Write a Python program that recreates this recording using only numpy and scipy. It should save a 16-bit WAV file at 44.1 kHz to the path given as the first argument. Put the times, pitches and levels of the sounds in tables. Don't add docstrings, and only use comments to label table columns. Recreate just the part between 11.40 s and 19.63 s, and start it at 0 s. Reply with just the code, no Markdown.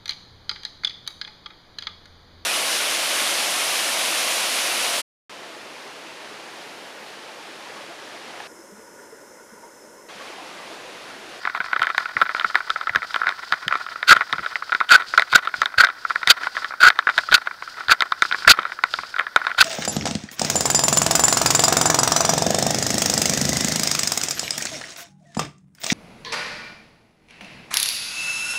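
import sys
import numpy as np
from scipy import signal
from scipy.fft import rfft, irfft, next_fast_len
from scipy.io import wavfile

SR = 44100
rng = np.random.default_rng(int(sys.argv[2]) if len(sys.argv) > 2 else 0)


def master_out(mix):
    frames = np.transpose(np.atleast_2d(mix))
    ceiling = np.clip(frames, -1, 1)
    pcm = np.round(ceiling * 32767).astype(np.int16)
    wavfile.write(sys.argv[1], SR, pcm)


def undo_db(level):
    steps = np.asarray(level, float) / 20
    return 10 ** steps


N = 362924

# (frequency [Hz], relative level [dB], t60 [s])
LOW_MODES = [(393, -14.5, 0.011), (658, -9, 0.013), (1095, -1, 0.013), (1330, -2, 0.026),
             (1470, -1.5, 0.022), (1700, -4, 0.019), (1964, 0.5, 0.0099), (2414, -3.5, 0.0072)]
HIGH_MODES = [(3090, -8, 0.0088), (3690, -1.5, 0.0086), (4380, -5, 0.004), (5036, -13.5, 0.0093),
              (6280, -19.5, 0.0047), (7890, -29, 0.011), (10300, -24.5, 0.001), (14500, -20.5, 0.0015)]
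# (frequency [Hz], t60 [s])
PORT_CAVITY = (1480, 0.0083)


def rms_one(x):
    return x / np.sqrt(np.mean(x ** 2) + 1e-20)


def in_time(rows, outside=None):
    s, *columns = np.transpose(rows)
    t = np.arange(N) / SR
    return np.array([np.interp(t, s, column, outside, outside) for column in columns])


def drift(rate_hz):
    r = np.exp(-2 * np.pi * rate_hz / SR)
    noise = rng.standard_normal(N + SR)
    return rms_one(signal.lfilter([1], [1, -2 * r, r * r], noise)[SR:])


def coloured(spectrum):
    hz, level_db = np.transpose(spectrum)
    size = next_fast_len(N)
    bins_hz = np.maximum(np.fft.rfftfreq(size, 1 / SR), 1)
    shape = undo_db(np.interp(np.log(bins_hz), np.log(hz), level_db))
    noise = rng.standard_normal(size)
    return rms_one(irfft(shape * rfft(noise), size)[:N])


def soften(x, hz):
    return signal.sosfilt(signal.butter(4, hz, fs=SR, output="sos"), x)


def ring(force, hz, t60):
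    r = undo_db(-60 / (t60 * SR))
    w = 2 * np.pi * hz / SR
    return signal.lfilter([.5, 0, -.5], [1, -2 * r * np.cos(w), r * r], force + 1e-18)


def shell(force, modes):
    out = np.zeros(N)
    for k, (hz, level_db, t60) in enumerate(modes):
        out += (-1) ** k * undo_db(level_db) * ring(force, hz, t60)
    return out


def grains(per_s, spread_db):
    sizes = undo_db(spread_db * np.minimum(rng.exponential(1, N), 4)) * rng.choice([-1, 1], N)
    return sizes * (rng.random(N) < per_s / SR)


def hiss():
    # (frequency [Hz], relative density [dB])
    hiss_colour = [(20, -33.5), (240, -26.5), (700, -23), (1200, -20), (1470, -5), (1800, -19),
                   (2700, -32.5), (4800, -21.5), (6900, -38.5), (15600, -43)]
    return undo_db(-43.5) * coloured(hiss_colour)


def swishes():
    # (frequency [Hz], relative density [dB])
    swish_colour = [(300, -17.5), (2200, -14.5), (3000, -10), (3700, -8.5), (4900, -3), (6000, -16),
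                    (8000, -22), (15000, -38.5)]
    # (time of peak [s], swell level [dB], width [s])
    passes = [(.02, -47.5, 0.074), (.27, -46, 0.043), (.59, -43, 0.058), (.8, -48.5, .1), (.98, -44, 0.047),
              (1.12, -42.5, 0.068), (1.33, -47, 0.14), (1.72, -43.5, 0.074), (2.1, -45.5, 0.14),
              (2.45, -46, 0.14), (2.88, -47.5, 0.16), (3.1, -45.5, 0.12), (3.33, -44, 0.061),
              (3.75, -40, 0.075), (4.18, -38.5, 0.04), (4.72, -43.5, 0.095), (5.05, -39, 0.027),
              (5.17, -40.5, 0.057), (5.28, -45.5, 0.025), (5.82, -40, 0.098), (6.33, -45, 0.14),
              (6.67, -50, .05), (6.86, -42, .06), (6.99, -37.5, 0.056), (7.33, -47.5, 0.035),
              (7.55, -40, .07), (7.7, -45, 0.062), (8.1, -49.5, 0.11)]
    t = np.arange(N) / SR
    power = sum(undo_db(2 * db) * np.exp(-((t - s) / width) ** 2) for s, db, width in passes)
    flicker_db = 2.6 * drift(45.0) + 1.17 * drift(17.5)
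    return np.sqrt(power) * coloured(swish_colour) * undo_db(flicker_db)


def thuds():
    # (time of peak [s], level [dB], centre [Hz])
    jolts = [(0.205, -38, 155), (0.399, -43, 149), (0.762, -37, 156), (0.825, -34, 149), (1.051, -43, 159),
             (1.502, -42, 97), (1.563, -35, 140), (2.126, -41, 152), (2.269, -34.5, 152), (2.718, -42, 119),
             (2.763, -38.5, 171), (2.934, -34.5, 160), (2.993, -36, 166), (3.797, -49, 170),
             (3.943, -35.5, 107), (4.186, -45, 164), (4.382, -32, 90), (4.88, -36.5, 70), (5.778, -42, 160),
             (5.916, -34, 65), (5.944, -36, 72.6), (6.485, -31, 64), (6.925, -46, 147), (7.074, -26.5, 94),
             (7.194, -45, 147), (7.593, -44, 166), (8.188, -39, 51)]
    out = np.zeros(N)
    t = np.arange(-.03 * SR, .08 * SR) / SR
    rise_s, decay_s = .004, .013
    shape = np.exp(-np.abs(t) / np.where(t < 0, rise_s, decay_s))
    noises = rng.standard_normal((len(jolts), len(t)))
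    for (s, level_db, hz), noise in zip(jolts, noises):
        band = signal.butter(1, [hz / 2.5, hz * 2], "band", fs=SR, output="sos")
        rumble = signal.sosfiltfilt(band, noise)
        rumble = rumble / np.sqrt(np.average(rumble ** 2, weights=shape ** 2))
        lump = undo_db(level_db) * shape * rumble
        at = np.round((s + t) * SR).astype(int)
        inside = (at >= 0) & (at < N)
        out[at[inside]] += lump[inside]
    return out


def pressure():
    # (contact [s], full pressure [s], let-go [s], dull drag level [dB], bright grit level [dB])
    strokes = [(2.673, 2.685, 2.722, -9, -13), (2.703, 2.713, 2.729, 2, -13),
               (3.489, 3.516, 3.559, -4, -13.5), (3.9, 3.936, 3.89, -23, -21),
               (3.946, 3.957, 3.96, -2.5, -6.5), (4.374, 4.381, 4.394, -18, -25),
               (4.39, 4.408, 4.413, -1.5, -10), (4.426, 4.439, 4.448, -5.5, -22),
               (4.871, 4.878, 4.892, -19, -22), (4.894, 4.902, 4.912, -5, -1.5),
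               (5.401, 5.406, 5.42, -15, -23), (5.415, 5.434, 5.487, -6, -16.5),
               (5.912, 5.927, 5.934, -11, -21), (5.94, 5.942, 5.951, -7, -3),
               (6.488, 6.513, 6.527, -7.5, -15), (7.073, 7.077, 7.086, -3, -14),
               (7.085, 7.097, 7.117, -9, -2), (8.173, 8.183, 8.2, -19, -23), (8.201, 8.21, 8.216, -8, -3)]
    swell_db = np.array([24.5, 22.5])
    fall_db_per_s = np.array([1900, 2500])
    touch_s, touch_rise_db = .005, 26
    release_s = .04
    out = np.zeros((2, N))
    for contact, full, let_go, *top_db in strokes:
        top_db = np.array(top_db)
        contact_db = top_db - swell_db
        rows = [(contact - touch_s, *(contact_db - touch_rise_db)),
                (contact, *contact_db),
                (full, *top_db),
                (let_go, *top_db),
                (let_go + release_s, *(top_db - release_s * fall_db_per_s))]
        out = np.maximum(out, undo_db(in_time(rows, outside=-120)))
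    return out


def chatter():
    # (time [s], level [dB])
    strength = [(0.0, -34.5), (1.17, -38), (1.28, -39.5), (2.43, -39), (2.79, -37), (3.83, -46.5),
                (3.94, -32.5), (4.33, -45), (4.49, -50), (4.95, -35), (5.66, -43), (5.94, -35.5),
                (6.28, -44.5), (6.44, -34), (6.83, -46), (7.08, -36), (7.56, -43), (8.23, -35.5)]
    after_shake_db, after_shake_t60_s = -17.5, 0.2
    r = undo_db(-60 / (after_shake_t60_s * SR))
    drag, _ = pressure()
    after_shake = undo_db(after_shake_db) * signal.lfilter([1 - r], [1, -r], drag)
    shake = undo_db(in_time(strength)[0]) + after_shake
    clumps = undo_db(8.6 * np.minimum(drift(32.0), 1.6))
    touches = grains(2500.0, spread_db=2.5) * clumps
    low = soften(shell(touches, LOW_MODES), 2400)
    cavity = undo_db(-2.5) * ring(touches, *PORT_CAVITY)
    high = undo_db(-6.5) * soften(shell(touches, HIGH_MODES), 6900)
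    return shake * rms_one(low + cavity + high)


def scrapes():
    drag, grit = pressure()
    catch = undo_db(2.2 * drift(90.0))

    slips = grains(3000.0, spread_db=0.0)
    dull_shell = rms_one(soften(shell(slips, LOW_MODES), 2820))
    cavity = rms_one(ring(ring(slips, *PORT_CAVITY), PORT_CAVITY[0], 0.011))
    dull = rms_one(undo_db(-9) * dull_shell + cavity)

    fine = grains(8000.0, spread_db=4.0)
    bright_shell = rms_one(shell(fine, HIGH_MODES))
    upper_ring = undo_db(-2.0) * rms_one(ring(fine, 4454, 0.0065))
    lower_ring = undo_db(-1.5) * rms_one(ring(fine, 2565, 0.0064))
    bright = rms_one(bright_shell + upper_ring + lower_ring)
    return catch * (drag * dull + grit * bright)


def knock_rows():
    # (time [s], strike level [dB], centre of the ring [Hz], sharpness: treble against ring [dB])
    clear = np.array([(.052, -6, 1670, -16), (0.0734, -5, 1200, -31), (.0975, -13, 1660, -17),
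                      (0.149, -8.5, 1310, -22), (0.2032, -6.5, 1410, -16), (0.2107, -14, 1450, -22),
                      (0.242, -16, 1460, -22), (.2605, -16, 1650, -16), (.3313, -2.5, 1560, -33),
                      (0.3626, -4, 1520, -16.5), (.3942, -8.5, 1680, -11), (.418, -1.5, 1220, -9.5),
                      (0.4294, -11.5, 1640, -0.5), (.434, -5.5, 1370, -25), (.444, -13, 1270, -10),
                      (.469, -3.5, 1660, -14), (0.5012, -7, 1370, -35), (0.5469, -11.5, 1730, -11),
                      (0.5796, 0.5, 1700, -8.5), (0.6563, -10, 1380, -31), (0.7671, -2, 1700, -26),
                      (.8146, 1, 1420, -13.5), (0.8196, -1.5, 1370, -17), (.854, -16, 1680, -18),
                      (.862, -12.5, 1540, -13), (.892, -7, 1400, -19), (0.9478, -5.5, 1330, -15),
                      (0.9645, -13, 1530, -17), (0.9971, -9.5, 1750, 1), (1.0098, -8.5, 1500, -22),
                      (1.045, 0, 1260, -25), (1.1, -15.5, 1420, -14), (1.145, -8.5, 1460, -17),
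                      (1.1545, 4, 1900, -11.5), (1.1578, -15, 1420, -17), (1.2048, -10.5, 1470, -25),
                      (1.296, -13, 1390, -28), (1.3024, -4, 1470, -3.5), (1.3587, -8.5, 1510, -25),
                      (1.411, -8, 1330, -17), (1.471, -8, 1370, -14), (1.4943, -4.5, 1760, -36),
                      (1.5488, -5.5, 1410, -16), (1.5585, 2.5, 1360, -12), (1.62, -11.5, 1730, -31),
                      (1.629, -11.5, 2000, -12), (1.7062, -17, 1420, -11), (1.743, -6.5, 1530, -5),
                      (1.7602, -4.5, 1350, -9.5), (1.8155, -3.5, 1270, -37), (1.8334, -9.5, 1470, -34),
                      (1.8594, -15, 1400, -22), (1.8687, -1, 1640, -18), (1.881, -6, 1400, -16),
                      (1.8907, -4, 1820, -7.5), (1.9223, -15, 1720, -16), (2.123, 0.5, 1350, -7),
                      (2.129, -9.5, 1570, -27), (2.1393, -15, 1730, -8), (2.2802, -5.5, 1680, 0),
                      (2.3102, -8, 1440, -27), (2.3243, -2, 1260, -22), (2.3389, -10.5, 1310, -25),
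                      (2.3539, -4.5, 1230, -16), (2.464, -14, 1370, -13), (2.4867, -17.5, 1390, -19),
                      (2.5579, -14, 1220, -30), (2.6282, -4.5, 1910, -10), (2.751, -17, 1600, -16),
                      (2.7656, -1.5, 1440, -13), (2.7744, -20, 1770, -2), (2.8087, -2, 1300, -19),
                      (2.8164, -6, 1760, -21), (2.927, -4, 1810, -3.5), (2.9326, -6, 1300, -13),
                      (2.982, -12, 1450, -12), (2.9912, -13, 1430, -17), (3.047, -15.5, 1330, -12),
                      (3.0615, -7.5, 1470, -11), (3.1567, -4, 1780, -38), (3.223, -10, 1360, -28),
                      (3.2942, -15, 1350, -19), (3.321, -5, 1470, -11), (3.3259, -3.5, 1410, -18),
                      (3.3487, -2, 1450, -10), (3.4035, -6, 1500, -10), (3.4105, -0.5, 1210, -31),
                      (3.492, -14.5, 1700, 5.5), (3.599, -12, 1430, -20), (3.621, -12.5, 1380, -10),
                      (3.737, -4.5, 1340, -23), (3.7492, -17, 1470, -14), (3.7764, 6.5, 1430, -12.5),
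                      (3.7775, -1.5, 1310, -8), (3.7955, 1.5, 2010, -7), (3.821, -2, 1730, -8.5),
                      (3.9278, -3, 1350, -17), (3.935, -1.5, 1530, -8), (3.9926, -17, 1410, -12),
                      (4.0733, -6.5, 1290, -10), (4.1406, -8, 1340, -25), (4.217, 1.5, 1640, -10.5),
                      (4.22, -18, 1470, -14), (4.2578, -6, 1500, 0.5), (4.34, -15.5, 1470, -30),
                      (4.382, -7, 1490, -9), (4.4469, 1.5, 1530, -5.5), (4.4696, -7, 1750, -7.5),
                      (4.4868, -12.5, 1430, -13), (4.5006, -13.5, 1590, -12), (4.6501, -6, 1320, -35),
                      (4.6986, -12.5, 1470, -17), (4.7052, -3.5, 1270, -20), (4.7576, -1.5, 1700, -16),
                      (4.8307, -8, 1330, -12), (4.8738, 1, 1880, 0), (4.882, -2.5, 1760, -17),
                      (4.925, -17, 1390, -20), (5.0335, -10.5, 1480, -13), (5.0424, -17, 1650, -8),
                      (5.0699, -6.5, 1300, -14), (5.167, -6, 1620, -14.5), (5.1757, -11.5, 1440, -18),
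                      (5.2194, -18, 1420, -23), (5.2447, -7.5, 1650, -8.5), (5.3068, -16, 1270, -35),
                      (5.3212, -16, 1390, -25), (5.3376, -13, 1330, -40), (5.5022, 1, 1960, -7),
                      (5.5893, 0.5, 1370, -7.5), (5.6699, 1, 1510, -34), (5.676, -11, 1460, -33),
                      (5.689, -4.5, 1430, -22), (5.6972, -6, 1370, -9.5), (5.7786, 1, 1610, -5.5),
                      (5.7855, -3, 1770, -4.5), (5.7914, -10, 1390, -24), (5.8877, -9.5, 1360, -22),
                      (5.914, -14.5, 1710, 2), (5.9198, -7, 1900, -4), (5.9254, 0, 1430, -8),
                      (5.959, -14, 1380, -17), (5.9658, -10.5, 1360, -31), (6.0713, -6, 1310, -17),
                      (6.1108, -15, 1380, -32), (6.2236, -13.5, 1300, -37), (6.2758, -17, 1420, -20),
                      (6.4058, -14, 1060, -25), (6.4832, -9, 1470, -0.5), (6.495, -1.5, 1570, -28),
                      (6.606, -5.5, 1450, 3.5), (6.6215, 1, 1840, -7), (6.7207, -1.5, 1270, -8),
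                      (6.8214, 4.5, 1430, -7), (6.9123, -6.5, 1370, -19), (6.924, -5, 1540, -3.5),
                      (6.9446, -5, 1571, -19), (7.0214, -17, 1470, -17), (7.049, -9.5, 1420, -29),
                      (7.0771, 10.5, 1610, -23), (7.135, -12, 1400, -22), (7.1882, -2.5, 1330, -24),
                      (7.1935, -13.5, 1530, -4), (7.2302, -16, 1550, -7), (7.2519, -7, 1270, -19),
                      (7.32, -11.5, 1470, -14), (7.3886, -14, 1360, -30), (7.438, 2.5, 1650, -10),
                      (7.5383, -6, 1510, -1), (7.588, -9, 1210, -27), (7.6338, -15, 1210, -28),
                      (7.7414, -14.5, 1310, -18), (7.7627, -9.5, 1450, -13), (7.7833, -10, 1410, -15),
                      (7.7913, -9.5, 1610, -3.5), (7.7951, 0, 1940, -21), (7.867, -10.5, 1530, -15),
                      (7.961, 5.5, 1450, -8), (8.0155, -10.5, 1360, -21), (8.048, -14, 1350, -23),
                      (8.0681, -2, 1330, -11), (8.104, -16, 1370, -21), (8.1147, -8.5, 1570, -19),
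                      (8.182, -7.5, 1758, -21), (8.188, -5, 1410, -2), (8.224, -1, 1500, -8)])
    bounce_share = .4
    soonest_s, spread_s = .005, 0.013
    mean_loss_db = 17
    luck = rng.random((len(clear), 5))
    tap_s = clear[:, 0] + soonest_s - spread_s * np.log(luck[:, 0] + 1e-3)
    tap_db = clear[:, 1] - mean_loss_db * (.5 + luck[:, 1])
    tap_hz = 1450 * (0.86 + 0.17 * luck[:, 2])
    tap_sharp_db = -17 + 13.0 * (luck[:, 3] - .5)
    taps = np.transpose([tap_s, tap_db, tap_hz, tap_sharp_db])
    return np.vstack([clear, taps[luck[:, 4] < bounce_share]])


def knocks():
    s, strike_db, centre_hz, sharp_db = knock_rows().T
    at = np.minimum(np.round(s * SR).astype(int), N - 1)
    chance = rng.standard_normal((len(at), len(LOW_MODES) + len(HIGH_MODES) + 1))
    low_chance, high_chance = chance[:, :len(LOW_MODES)], chance[:, len(LOW_MODES):-1]
    sign = np.sign(chance[:, -1])

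    def strike(modes, total_db, aim_db):
        share = undo_db(np.array(modes)[:, 1] + aim_db)
        share = share / np.sqrt(np.sum(share ** 2, axis=1, keepdims=True))
        out = np.zeros(N)
        for k, (hz, _, t60) in enumerate(modes):
            force = np.zeros(N)
            force[at] = sign * (-1) ** k * undo_db(total_db) * share[:, k]
            out += ring(force, hz, t60)
        return out

    octaves_off = np.log2(np.array(LOW_MODES)[:, 0] / centre_hz[:, None])
    off_centre_loss_db = np.minimum(60.0 * octaves_off ** 2, 9.0)
    body = strike(LOW_MODES, strike_db, 4 * low_chance - off_centre_loss_db)

    octaves_up = np.log2(np.array(HIGH_MODES)[:, 0] / HIGH_MODES[0][0])
    reach_db = 1.6 * np.minimum(strike_db, 0)[:, None] * octaves_up
    tick = strike(HIGH_MODES, strike_db + sharp_db, 4.1 * high_chance + reach_db)

    blows = np.zeros(N)
    blows[at] = undo_db(strike_db)
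    settling_t60_s = .06
    settling = signal.lfilter([1], [1, -undo_db(-60 / (settling_t60_s * SR))], blows)
    rebounds = grains(1100.0, spread_db=4.0) * settling
    low_trail = undo_db(-28.5) * soften(shell(rebounds, LOW_MODES), 2930)
    high_trail = undo_db(-38.5) * soften(shell(rebounds, HIGH_MODES), 9800)
    return soften(body, 3500) + soften(tick, 14400) + low_trail + high_trail


def scene():
    return (hiss() + swishes() + thuds() + chatter() + scrapes() + knocks())[None]


def roll_off(x):
    return signal.sosfilt(signal.butter(12, 15730, fs=SR, output="sos"), x)


def record(dry):
    overload = .97
    clipped = dry / (1 + np.abs(dry / overload) ** 9.0) ** (1 / 9.0)
    low_pass = signal.ellip(10, .5, 60, 15700, fs=SR, output="sos")
    finished = signal.sosfilt(low_pass, clipped)
    return roll_off(finished)


dry = scene()
out = record(dry)
master_out(out)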